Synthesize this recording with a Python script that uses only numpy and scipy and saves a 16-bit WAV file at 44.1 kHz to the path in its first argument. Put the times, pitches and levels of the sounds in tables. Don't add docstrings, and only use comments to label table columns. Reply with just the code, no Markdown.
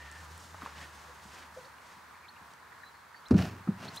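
import sys
import numpy as np
from scipy import signal
from scipy.fft import rfft, irfft, next_fast_len
from scipy.io import wavfile
from scipy.ndimage import map_coordinates

SR = 44100
rng = np.random.default_rng(int(sys.argv[2]) if len(sys.argv) > 2 else 0)


def pcm_store(signal):
    levels = np.round(np.clip(np.atleast_2d(signal), -1, 1) * 32767)
    wavfile.write(sys.argv[1], SR, levels.astype(np.int16).T)


N = 176400
T = np.arange(N) / SR
NEAR_SIDE_DB, TOP_HZ = -16, 15750


def amp(db):
    return 10 ** (np.asarray(db) / 20)


def unit(x):
    return x / np.sqrt(np.mean(x ** 2) + 1e-20)


def since(start):
    return np.maximum(T - start, 0)


def fade(start, attack, t60):
    return (1 - np.exp(-since(start) / attack)) * amp(-60 * since(start) / t60)


def filtered(x, response):
    size = next_fast_len(N + SR // 2)
    return irfft(rfft(x, size) * response(np.fft.rfftfreq(size, 1 / SR)), size)[..., :N]


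def equalise(x, points):
    freqs, db = np.transpose(points)
    return filtered(x, lambda hz: amp(np.interp(np.log(hz + 1), np.log(freqs), db)))


def colour(x, points):
    return unit(equalise(x, points))


def white():
    return rng.standard_normal((2, N))


def spread(pair, side_db):
    return pair[0] + amp(side_db) * np.array([pair[1], -pair[1]])


def noise_band(hz, width_hz):
    return unit(filtered(white(), lambda f: np.exp(-.5 * ((f - hz) / width_hz) ** 2)))


def wobble(rate):
    return map_coordinates(rng.standard_normal(int(N * rate / SR) + 4), [T * rate])


def grains(rate, noise_db, scatter_db):
    sizes = white() * amp(scatter_db * rng.uniform(-1.6, 1, N))
    return unit(sizes * (rng.random(N) < rate / SR)) + amp(noise_db) * white()


# frequency in Hz, relative level in dB.
TRAFFIC_SPECTRUM = [(15, -74), (25, -39), (69, -8), (101, -8.5), (164, -9), (188, -10), (289, -12.5),
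                    (421, -12.5), (703, -10), (945, 0.5), (1340, -3), (1710, -4.5), (2920, -19),
                    (3720, -19.5), (4150, -18), (5010, -22), (15500, -31)]
# time in seconds, level in dB.
TRAFFIC_LEVELS = [(0, -54), (1.5, -54), (2.6, -54.5), (3.1, -55), (4, -52.5)]


def traffic():
    hiss = spread(colour(white(), TRAFFIC_SPECTRUM), side_db=-7.5)
    level_db = np.interp(T, *np.transpose(TRAFFIC_LEVELS)) + 0.64 * wobble(7.93)
    pan = amp([[-0.33], [0.33]])
    return hiss * amp(level_db) * pan


# time in seconds, level in dB.
HUM_LEVELS = [(0, -54), (.6, -55), (1, -59), (1.4, -66.5), (2, -74), (3, -77.5), (4, -91)]


def engine_hum(hz=77, waver_hz=3.6):
    phase = 2 * np.pi * np.cumsum(hz + waver_hz * wobble(20)) / SR
    tone = np.sqrt(2) * (np.sin(phase) + amp(-13) * np.sin(2 * phase))
    level_db = np.interp(T, *np.transpose(HUM_LEVELS)) + 2.6 * wobble(14.6)
    return tone * amp(level_db)


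# start in seconds, level in dB, pitch in Hz, # length in
# seconds, pitch waver in Hz.
FAR_TONES = [(-.12, -50, 1810, 0.37, 70), (0.77, -52, 1868, 0.1, 110), (1.077, -55, 500, 0.041, 40),
             (1.564, -47, 590, 0.019, 37), (1.565, -42.5, 505, 0.033, 15), (1.59, -55, 495, 0.036, 12),
             (1.642, -56, 511, 0.042, 40), (2.139, -62, 2290, 0.021, 150), (2.234, -56, 2360, 0.03, 140),
             (2.353, -58, 2550, .025, 143), (2.83, -57, 4000, 0.077, 50), (2.91, -67, 4260, .12, 120),
             (3.132, -64, 4520, .08, 70)]


def far_tones():
    out = np.zeros(N)
    for start, db, hz, length, waver_hz in FAR_TONES:
        progress = np.clip((T - start) / length, 0, 1)
        swell = np.sqrt(np.abs(np.sin(np.pi * progress)))
        phase = 2 * np.pi * np.cumsum(hz + waver_hz * wobble(400)) / SR
        out += amp(db) * swell * np.sin(phase) * amp(2 * wobble(70))
    return out


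# peak time in seconds, half width in seconds, trouser level in dB,
# sole level in dB.
STRIDES = [(.04, 0.11, -64, -55.5), (.2, 0.049, -55, -61), (.42, 0.11, -55.5, -69),
           (.66, 0.075, -58.5, -55), (0.811, .045, -55.5, -49.5), (.98, 0.14, -59, -61),
           (1.27, 0.088, -59, -64), (1.38, 0.071, -59, -55.5), (1.6, 0.059, -59.5, -73),
           (1.9, 0.074, -62, -62), (2.5, 0.048, -67.5, -68), (3.96, 0.021, -50.5, -59)]
# frequency in Hz, relative level in dB.
CLOTH_SPECTRUM = [(100, 7.5), (400, -2.5), (900, 2.5), (2000, -9.5), (3000, -4.5), (6500, -3.5),
                  (9000, -9.5), (15000, -21.5)]
SCUFF_SPECTRUM = [(100, -3.5), (450, -5), (900, -1.5), (1900, -1), (2700, -3), (4500, -9.5), (8000, -20),
                  (15000, -40)]


def strides():
    cloth = spread(colour(white(), CLOTH_SPECTRUM), NEAR_SIDE_DB) * amp(1.5 * wobble(60))
    crumbs = grains(rate=2500, noise_db=0, scatter_db=0.5)
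    scuff = spread(colour(crumbs, SCUFF_SPECTRUM), NEAR_SIDE_DB) * amp(1.7 * wobble(80))
    swings = np.array([np.exp(-((T - peak) / width) ** 2) for peak, width, _, _ in STRIDES])
    _, _, cloth_db, scuff_db = np.transpose(STRIDES)
    return cloth * np.sqrt(amp(cloth_db) ** 2 @ swings) + scuff * np.sqrt(amp(scuff_db) ** 2 @ swings)


# start in seconds, level in dB, pitch in Hz,
# relative crumbling level in dB, crumbling t60 in seconds.
STONE_KNOCKS = [(0.114, -40, 7500, -2, 0.0091), (0.123, -51, 8050, 6.5, 0.0073),
                (0.378, -43.5, 7850, 1, 0.011), (0.5443, -35.5, 970, -2, .025), (.62, -27, 1190, -17, 0.17),
                (0.661, -21, 1060, -25.5, 0.22), (1.197, -49.5, 2140, 5.5, .012),
                (1.784, -50, 2460, 0, .015), (1.919, -41, 1530, -5, 0.021), (2.536, -51, 5500, 1.5, 0.014),
                (3.284, -53, 5500, 4, 0.021), (3.38, -31, 5640, -13, 0.017), (3.447, -49, 4470, -5, .025),
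                (3.848, -46.5, 4800, 4, 0.019), (3.961, -51, 8600, 8.5, 0.032)]


def stones():
    out = np.zeros((2, N))
    for start, db, hz, crumble_db, crumble_t60 in STONE_KNOCKS:
        ping = fade(start, attack=0.0004, t60=0.0097) * np.sin(2 * np.pi * hz * since(start))
        crumble = fade(start, 0.00077, crumble_t60) * spread(noise_band(hz, .5 * hz), NEAR_SIDE_DB)
        out += amp(db) * (ping + amp(crumble_db) * crumble)
    return out


def garden_echo(x):
    tail = (white() * fade(start=0.014, attack=0.002, t60=.25))[:, :SR // 2]
    tail /= np.linalg.norm(tail[0])
    echo = signal.fftconvolve(x.mean(axis=0)[None], tail, axes=1)[:, :N]
    return spread(echo, side_db=-26)


# start in seconds, level in dB.
FOOTFALLS = [(.38, -48.5), (0.625, -39), (1.253, -50), (1.52, -53.5), (1.965, -51), (2.411, -48.5)]
# frequency in Hz, relative level in dB.
THUD_SPECTRUM = [(40, -18), (100, -11.5), (230, -2), (400, -21), (900, -39), (3000, -42)]


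def footfalls():
    envelope = sum(amp(db) * fade(start, attack=.004, t60=0.094) for start, db in FOOTFALLS)
    return envelope * spread(colour(white(), THUD_SPECTRUM), side_db=-24)


# start in seconds, level in dB, top pitch in Hz, length in seconds.
BIRD_CHIRPS = [(1.643, -55.5, 4530, .018), (2.279, -49, 4380, 0.022), (3.25, -50.5, 4160, 0.028),
               (3.875, -42, 4400, 0.021), (3.963, -38.5, 4160, 0.024)]


def near_bird(sweep=0.44, top_at=0.736):
    out = np.zeros(N)
    for start, db, top_hz, length in BIRD_CHIRPS:
        progress = np.clip((T - start) / length, 0, 1)
        pitch = top_hz * (1 - sweep * (1 - progress / top_at) ** 2)
        swell = np.abs(np.sin(np.pi * progress ** 1.22))
        out += amp(db) * swell * np.sin(2 * np.pi * np.cumsum(pitch) / SR)
    return out


# start in seconds, level in dB.
FAR_TICKS = [(2.626, -49), (2.72, -44), (2.834, -44), (3.145, -45)]


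def far_ticks():
    envelope = sum(amp(db) * fade(start, attack=0.00033, t60=.04) for start, db in FAR_TICKS)
    return spread(envelope * noise_band(hz=1720, width_hz=200), side_db=-4)


# start in seconds, flex level in dB, panel pitch in Hz,
# swell time in seconds, ring level in dB, slap level in dB, slap cutoff in Hz.
LINER_LOADS = [(3.308, -11, 232, 0.0074, -28, -26.5, 11900), (3.32, -20, 88, 0.016, -52, -55, 2000),
               (3.341, -17, 298, 0.0037, -39.5, -33, 7000), (3.345, -9.5, 183, 0.011, -39.5, -66, 2000),
               (3.363, -23.5, 113, 0.014, -42, -52, 2000), (3.387, -18, 200, 0.0031, -45.5, -33, 6000),
               (3.397, -23, 124, 0.0076, -51, -52, 6000), (3.674, -29, 262, 0.002, -48, -33.5, 1695),
               (3.684, -17, 194, 0.0083, -48, -51, 900)]
# frequency in Hz, relative level in dB, t60 in seconds.
SHELL_MODES = [(63.2, -16, 0.81), (92.8, -4, 0.76), (115.7, -0.5, 0.55), (158.6, -1.5, 0.45),
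               (178.4, 5, 0.4), (201, -9, .4), (244.5, 0, 0.28), (282, 2, 0.091), (390.5, 4.5, 0.12),
               (430.4, 6, 0.1), (499, -5, 0.19), (592.4, -12.5, 0.33), (646, -11, 0.22), (777, -16, 0.17)]
# frequency in Hz, relative level in dB.
SLAP_SPECTRUM = [(150, 4), (400, 5.5), (560, -2.5), (800, 2.5), (1050, -4.5), (1350, -0.5), (1900, -16),
                 (2500, -12.5), (3200, -23), (4200, -16), (7000, -26.5), (15000, -40)]


def liner_thumps(overtone_ratio=1.7, overtone_db=-17.5, ring_attack_s=0.0041):
    out = np.zeros((2, N))
    surface = spread(colour(white(), SLAP_SPECTRUM), side_db=-18)
    for start, flex_db, hz, swell, ring_db, slap_db, cutoff_hz in LINER_LOADS:
        t = since(start)
        phase = 2 * np.pi * hz * t
        panel = np.sin(phase) + amp(overtone_db) * np.sin(overtone_ratio * phase)
        flex = (t / swell * np.exp(1 - t / swell)) ** 3.5 * panel
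        modes = sum(amp(db - 60 * t / t60) * np.sin(2 * np.pi * f * t) for f, db, t60 in SHELL_MODES)
        ring = modes * (1 - np.exp(-t / ring_attack_s))
        slap = amp(slap_db) * fade(start, attack=0.00085, t60=0.06) * surface
        lowpass = signal.butter(2, cutoff_hz, fs=SR)
        out += amp(flex_db) * flex + amp(ring_db) * ring + signal.lfilter(*lowpass, slap + 1e-12)
    return out


# start in seconds, grit level in dB, rise in seconds,
# hold in seconds, release t60 in seconds, rumble level in dB.
SOLE_SLIDES = [(3.354, -39.5, 0.034, 0.065, 0.19, -35), (3.459, -58.5, .02, 0.12, 0.2, -49.5),
               (3.762, -47.5, 0.082, 0.025, 0.48, -46)]
# frequency in Hz, relative level in dB.
GRIT_SPECTRUM = [(200, -19), (700, 7.5), (1000, -1), (1500, 2.5), (2100, -3), (2700, -0.5), (3500, -7.5),
                 (5600, -8.5), (8000, -19.5), (15000, -33)]
RUMBLE_SPECTRUM = [(40, -24), (80, -19), (110, -5), (180, -1), (260, -8), (420, -12.5), (600, -29),
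                   (1500, -44.5)]


def sole_slides(sag_db_per_s=35):
    impacts = grains(rate=1600, noise_db=-3.5, scatter_db=0)
    grit = spread(colour(impacts, GRIT_SPECTRUM), NEAR_SIDE_DB) * amp(1.6 * wobble(120))
    rumble = colour(white(), RUMBLE_SPECTRUM)[0]
    out = np.zeros((2, N))
    for start, grit_db, rise, hold, t60, rumble_db in SOLE_SLIDES:
        sag_db = sag_db_per_s * since(start + rise)
        release_db = 60 * since(start + rise + hold) / t60
        stroke = np.minimum(since(start) / rise, 1) * amp(-sag_db - release_db)
        out += stroke * (amp(grit_db) * grit + amp(rumble_db) * rumble)
    return out


def scene():
    distant = traffic() + engine_hum() + far_tones() + far_ticks()
    walk = strides() + footfalls()
    near = stones() + near_bird() + liner_thumps() + sole_slides()
    return distant + walk + near + amp(-17) * garden_echo(near)


# frequency in Hz, side gain in dB.
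SIDE_RESPONSE = [(30, -4), (100, -3), (250, 4), (500, 3), (1000, -1), (4000, 2.5), (8000, 3), (13000, -8.5)]


def record(dry):
    mid = (dry[0] + dry[1]) / 2
    side = equalise((dry[0] - dry[1]) / 2, SIDE_RESPONSE)
    stereo = np.array([mid + side, mid - side])
    return filtered(stereo, lambda hz: (hz < TOP_HZ) * (1 - 0.82 * np.exp(-(hz / 55) ** 8)))


dry = scene()
out = record(dry)
pcm_store(out)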